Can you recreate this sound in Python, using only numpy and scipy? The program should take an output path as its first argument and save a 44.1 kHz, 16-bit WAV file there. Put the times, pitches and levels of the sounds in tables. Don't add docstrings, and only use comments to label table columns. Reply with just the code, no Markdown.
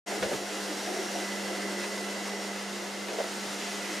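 import sys
import numpy as np
from scipy import signal
from scipy.fft import rfft, irfft
from scipy.io import wavfile
from scipy.ndimage import uniform_filter1d

SR = 44100
rng = np.random.default_rng(int(sys.argv[2]) if len(sys.argv) > 2 else 0)


def dump_mix(stems):
    frames = np.atleast_2d(stems).T
    limited = np.clip(frames, -1, 1)
    pcm = np.round(limited * 32767).astype(np.int16)
    wavfile.write(sys.argv[1], SR, pcm)


N = 176400

# (f/Hz, side minus mid/dB)
ROOM_WIDTH = [(40, -16), (90, 4), (200, -7), (400, -15.5), (750, -9), (1500, -9.5), (3000, -9), (5500, -12),
              (9000, -9), (13000, -4)]
# (t/s, level/dB)
HUM_RIDE = [(0.1, -45), (0.21, -48), (0.235, -38.5), (0.29, -52), (0.32, -46), (0.62, -43), (0.96, -46),
            (1.25, -42), (1.43, -40), (1.6, -42), (2.0, -41.5), (2.6, -42.5), (3.07, -44), (3.14, -48.5),
            (3.4, -44), (3.97, -45)]
# (t/s, level/dB)
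BLADE_RIDE = [(0.1, -54), (1.05, -56), (1.28, -45), (1.55, -51), (1.7, -48), (1.87, -51), (2.03, -43.5),
              (2.2, -49), (2.38, -48.5), (2.5, -52), (3.3, -59), (3.9, -50)]
# (multiple of the shaft rate, level/dB)
SHAFT_OVERTONES = [(2, -66), (3, -60), (4, -74), (5, -64.5), (7, -63.5)]
# (f/Hz, gain/dB)
AIR_EQ = [(20, -21), (48, -15.5), (68, -17.5), (120, -8.5), (170, -10), (300, -1.5), (900, 2.5),
          (1100, 2.5), (1400, 3.5), (1800, 4.5), (2400, -2.5), (2650, 1.5), (3400, -1), (5000, 0),
          (5600, -0.8), (6300, -1.5), (7100, -2), (8500, -5), (10000, -8.5), (12000, -13.5), (13600, -18.5),
          (15000, -23.5)]
# (t/s, main band level/dB, treble level/dB)
AIR_RIDE = [(0.1, -41, -50), (0.33, -41, -49), (0.41, -42.5, -51.5), (0.64, -41, -50.1), (0.82, -41.5, -51),
            (1.05, -40.5, -50), (1.3, -41, -50.5), (1.6, -41.5, -52), (1.95, -41.5, -51), (2.3, -42, -53),
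            (2.7, -42.5, -54), (3.02, -43.5, -54.5), (3.22, -42, -52.5), (3.55, -41, -51.5),
            (3.95, -40.5, -51)]
# (t/s, level/dB)
VENT_RIDE = [(0.12, -46), (0.45, -51.5), (1.0, -48.5), (1.35, -52), (1.55, -47), (1.75, -48.5),
             (2.1, -50.5), (2.7, -50), (3.4, -51.5), (3.7, -49), (3.9, -45)]
# (t/s, f/Hz, level/dB)
WHISTLE_PATH = [(0.1, 5650, -55), (0.45, 5650, -54), (0.8, 5680, -50), (1.02, 5670, -49.5),
                (1.22, 5660, -48.5), (1.42, 5600, -55), (1.8, 5480, -52), (2.05, 5450, -59),
                (2.45, 5600, -51), (2.65, 5600, -73), (3.1, 5650, -69), (3.55, 5650, -55),
                (3.95, 5700, -55)]
# (f/Hz, width/Hz, level/dB)
DRIVE_WHINES = [(178.6, 34, -63.5), (222, 39, -55), (307, 26, -54.5), (359, 11, -54), (889, 52, -55.5),
                (1339, 29, -57), (2558, 52, -59.5), (2816, 49, -57.5), (3230, 300, -60), (6660, 220, -61),
                (7080, 100, -65), (8270, 66, -61.5), (14200, 60, -75), (14370, 90, -72)]
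# (f/Hz, width/Hz, gain/dB)
SHELL_MODES = [(313.5, 44, -1.5), (356.3, 19.4, 1.5), (408.5, 44, 0.5), (472.4, 29, -0.5), (513.4, 33, 0),
               (560.5, 21.5, -1), (649, 51, -3), (700, 48, -1), (797.6, 62, -6.5), (929, 140, -13.5)]
# (t/s, level/dB)
BRUSH_RIDE = [(0.1, -36.5), (0.42, -40), (0.65, -39.5), (0.84, -40.5), (0.9, -36.5), (1.1, -41), (1.2, -38),
              (1.3, -40.5), (1.47, -38.5), (1.57, -39), (1.9, -40), (2.28, -40), (2.55, -43), (3.06, -42.5),
              (3.12, -36.5), (3.3, -44), (3.85, -42), (4.0, -42.5)]
# (t/s, level/dB, f/Hz, attack and decay time constant/s)
SWISH_CUES = [(0.095, -43, 1900, .025), (0.61, -45, 4500, .025), (3.55, -47, 2900, .08),
              (3.78, -47, 2800, .07)]
# (t/s, body level/dB, crack level/dB, decay time constant/s, f/Hz)
KNOCK_CUES = [(0.109, -35.5, -47, 0.032, 500), (0.225, -30.5, -28.5, 0.016, 484),
              (0.233, -29, -39.5, 0.041, 365), (0.315, -25.5, -40, 0.0084, 402),
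              (0.331, -28.5, -37.5, 0.025, 336), (1.837, -39, -37, 0.018, 600),
              (3.083, -43, -39, 0.029, 415), (3.186, -24.5, -37, 0.0043, 480),
              (3.201, -23, -37, 0.008, 474), (3.217, -27, -38, 0.005, 476), (3.238, -35, -44, 0.025, 480)]
# (t/s, level/dB, f/Hz)
FOOTFALL_CUES = [(0.198, -51, 136), (0.222, -47, 68), (0.325, -47, 133), (3.46, -63, 105)]
# (t/s, level/dB, decay time constant/s)
SHUFFLE_CUES = [(0.868, -34, 0.06), (0.982, -34.5, 0.06), (1.142, -34, 0.049), (1.492, -40, 0.033),
                (1.572, -37, 0.028), (3.09, -38.5, 0.047)]
# (f/Hz, width/Hz, gain/dB)
SHUFFLE_MODES = [(362, 71, 1), (500, 260, -14), (703, 130, -7)]
# (f/Hz, gain/dB)
MIC_LOW_SHELF = [(48, -7), (64, 0)]


def undb(db):
    return 10 ** (np.asarray(db) / 20)


def unit(x):
    return x / np.sqrt(np.mean(x ** 2))


def ride(rows, column=1):
    rows = np.array(rows)
    return undb(np.interp(np.arange(N) / SR, rows[:, 0], rows[:, column]))


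def bins():
    return np.maximum(np.arange(N // 2 + 1) * SR / N, 1)


def eq(points):
    hz, db = np.array(points).T
    return undb(np.interp(np.log(bins()), np.log(hz), db))


def resonance(hz, width_hz):
    f = bins()
    return 1 / (1 + 1j * (f * f - hz * hz) / (f * width_hz)) ** 2


def shape(x, response):
    return unit(irfft(rfft(x) * response, N))


def drift(rate_hz):
    hold = int(SR / rate_hz)
    steps = np.repeat(rng.standard_normal(N // hold + 1), hold)
    return unit(uniform_filter1d(uniform_filter1d(steps, hold), hold)[:N])


def noise():
    return rng.standard_normal(N)


def tone(cycles, flutter_db):
    return np.sqrt(2) * np.sin(2 * np.pi * (cycles + rng.random())) * undb(flutter_db * drift(14))


def burst(response, start, attack_s, decay_s):
    age = np.maximum(np.arange(N) / SR - start, 0)
    envelope = np.minimum(age / attack_s, 1) * np.exp(-np.maximum(age - attack_s, 0) / decay_s)
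    return shape(noise() * envelope, abs(response)) * np.sqrt(np.mean(envelope ** 2))


def pan(right_db):
    return undb(np.array([[-right_db], [right_db]]) / 2)


def in_room(source):
    side = irfft(rfft(source()) * eq(ROOM_WIDTH), N)
    return (source() + np.array([[1], [-1]]) * side) * pan(right_db=0.25)


def fan(shaft_hz=199.95, wander=0.0017, blades=10):
    turns = np.cumsum(shaft_hz * (1 + wander * drift(16))) / SR
    hum = tone(turns, flutter_db=0.97) * ride(HUM_RIDE) * pan(right_db=2.1)

    def upper_tones():
        jitter = .075 * drift(110)
        blade_tone = tone(blades * turns + jitter, flutter_db=1.1) * ride(BLADE_RIDE)
        return blade_tone + sum(undb(db) * tone(k * turns, flutter_db=3.5) for k, db in SHAFT_OVERTONES)
    return hum + in_room(upper_tones)


def reflections(count=24, first_s=.004, last_s=.025, total_db=-6.5):
    delays = rng.uniform(first_s, last_s, count)
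    echoes = np.zeros(N)
    echoes[(delays * SR).astype(int)] = rng.choice([-1, 1], count) * undb(total_db) / np.sqrt(count)
    return 1 + rfft(echoes)


def crossfade_echoes(x, paths):
    place = np.linspace(0, len(paths) - 1, N)
    return unit(sum(np.maximum(1 - abs(place - k), 0) * shape(x, path) for k, path in enumerate(paths)))


def airflow(paths, crossover_hz=7400, main_trim_db=3, treble_trim_db=1.5):
    air = crossfade_echoes(shape(noise(), eq(AIR_EQ)), paths)
    treble = irfft(rfft(air) / (1 + (crossover_hz / bins()) ** 8), N)
    hiss = (air - treble) * ride(AIR_RIDE) * undb(main_trim_db)
    hiss += unit(treble) * ride(AIR_RIDE, column=2) * undb(treble_trim_db)
    vent = shape(noise(), resonance(hz=2046, width_hz=250)) * ride(VENT_RIDE)
    return vent * undb(1.3 * drift(21.86)) + hiss * undb(.5 * drift(34.87))


def whistle(width_hz=450):
    times, hz, _ = np.array(WHISTLE_PATH).T
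    cycles = np.cumsum(np.interp(np.arange(N) / SR, times, hz)) / SR
    lowpass = 1 / (1 + (2 * bins() / width_hz) ** 2) ** 2
    breath = shape(noise(), lowpass) + 1j * shape(noise(), lowpass)
    band = breath * np.exp(2j * np.pi * cycles)
    return band.real * ride(WHISTLE_PATH, column=2)


def drive():
    power = sum((undb(db) * unit(abs(resonance(hz, width)))) ** 2 for hz, width, db in DRIVE_WHINES)
    return irfft(rfft(noise()) * np.sqrt(power), N) * unit(ride(AIR_RIDE))


def brushes(hits_per_s=1100, spread_db=1.57):
    hits = (rng.random(N) < hits_per_s / SR) * np.sign(noise())
    sizes = undb(spread_db * np.minimum(rng.exponential(size=N), 4))
    shell = sum(undb(db) * resonance(hz, width) for hz, width, db in SHELL_MODES)
    return shape(hits * sizes, shell) * ride(BRUSH_RIDE)


def swishes():
    return sum(undb(db) * burst(resonance(hz, width_hz=1500), start, length, length)
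               for start, db, hz, length in SWISH_CUES)


def knocks(attack_s=0.0017, width_hz=186, upper_ratio=1.405, upper_db=4):
    crack = resonance(hz=1660, width_hz=2300)
    track = np.zeros(N)
    for start, body_db, crack_db, decay_s, hz in KNOCK_CUES:
        body = abs(resonance(hz, width_hz)) + undb(upper_db) * abs(resonance(hz * upper_ratio, width_hz))
        track += undb(body_db) * burst(body, start, attack_s, decay_s)
        track += undb(crack_db) * burst(crack, start, attack_s, decay_s)
    return track


def footfalls():
    return sum(undb(db) * burst(resonance(hz, width_hz=99), start, attack_s=0.012, decay_s=0.045)
               for start, db, hz in FOOTFALL_CUES)


def shuffles(attack_s=0.017):
    ring = sum(undb(db) * abs(resonance(hz, width)) for hz, width, db in SHUFFLE_MODES)
    return sum(undb(db) * burst(ring, start, attack_s, decay_s) for start, db, decay_s in SHUFFLE_CUES)


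def scene(echo_patterns=6):
    paths = [reflections() for _ in range(echo_patterns)]
    layers = (whistle, drive, brushes, knocks, shuffles, swishes, footfalls)
    return fan() + in_room(lambda: airflow(paths)) + sum(in_room(layer) for layer in layers)


def record(dry, start_s=0.06, fade_s=0.019, notch_hz=7880, notch_width_hz=140, top_hz=14800):
    fade_in = np.clip((np.arange(N) / SR - start_s) / fade_s, 0, 1)
    notch = 1 - 1 / (1 + 2j * (bins() - notch_hz) / notch_width_hz)
    heard = irfft(rfft(dry) * notch * eq(MIC_LOW_SHELF), N) * fade_in
    return signal.sosfilt(signal.ellip(10, .2, 80, top_hz, fs=SR, output="sos"), heard)


dry = scene()
out = record(dry)
dump_mix(out)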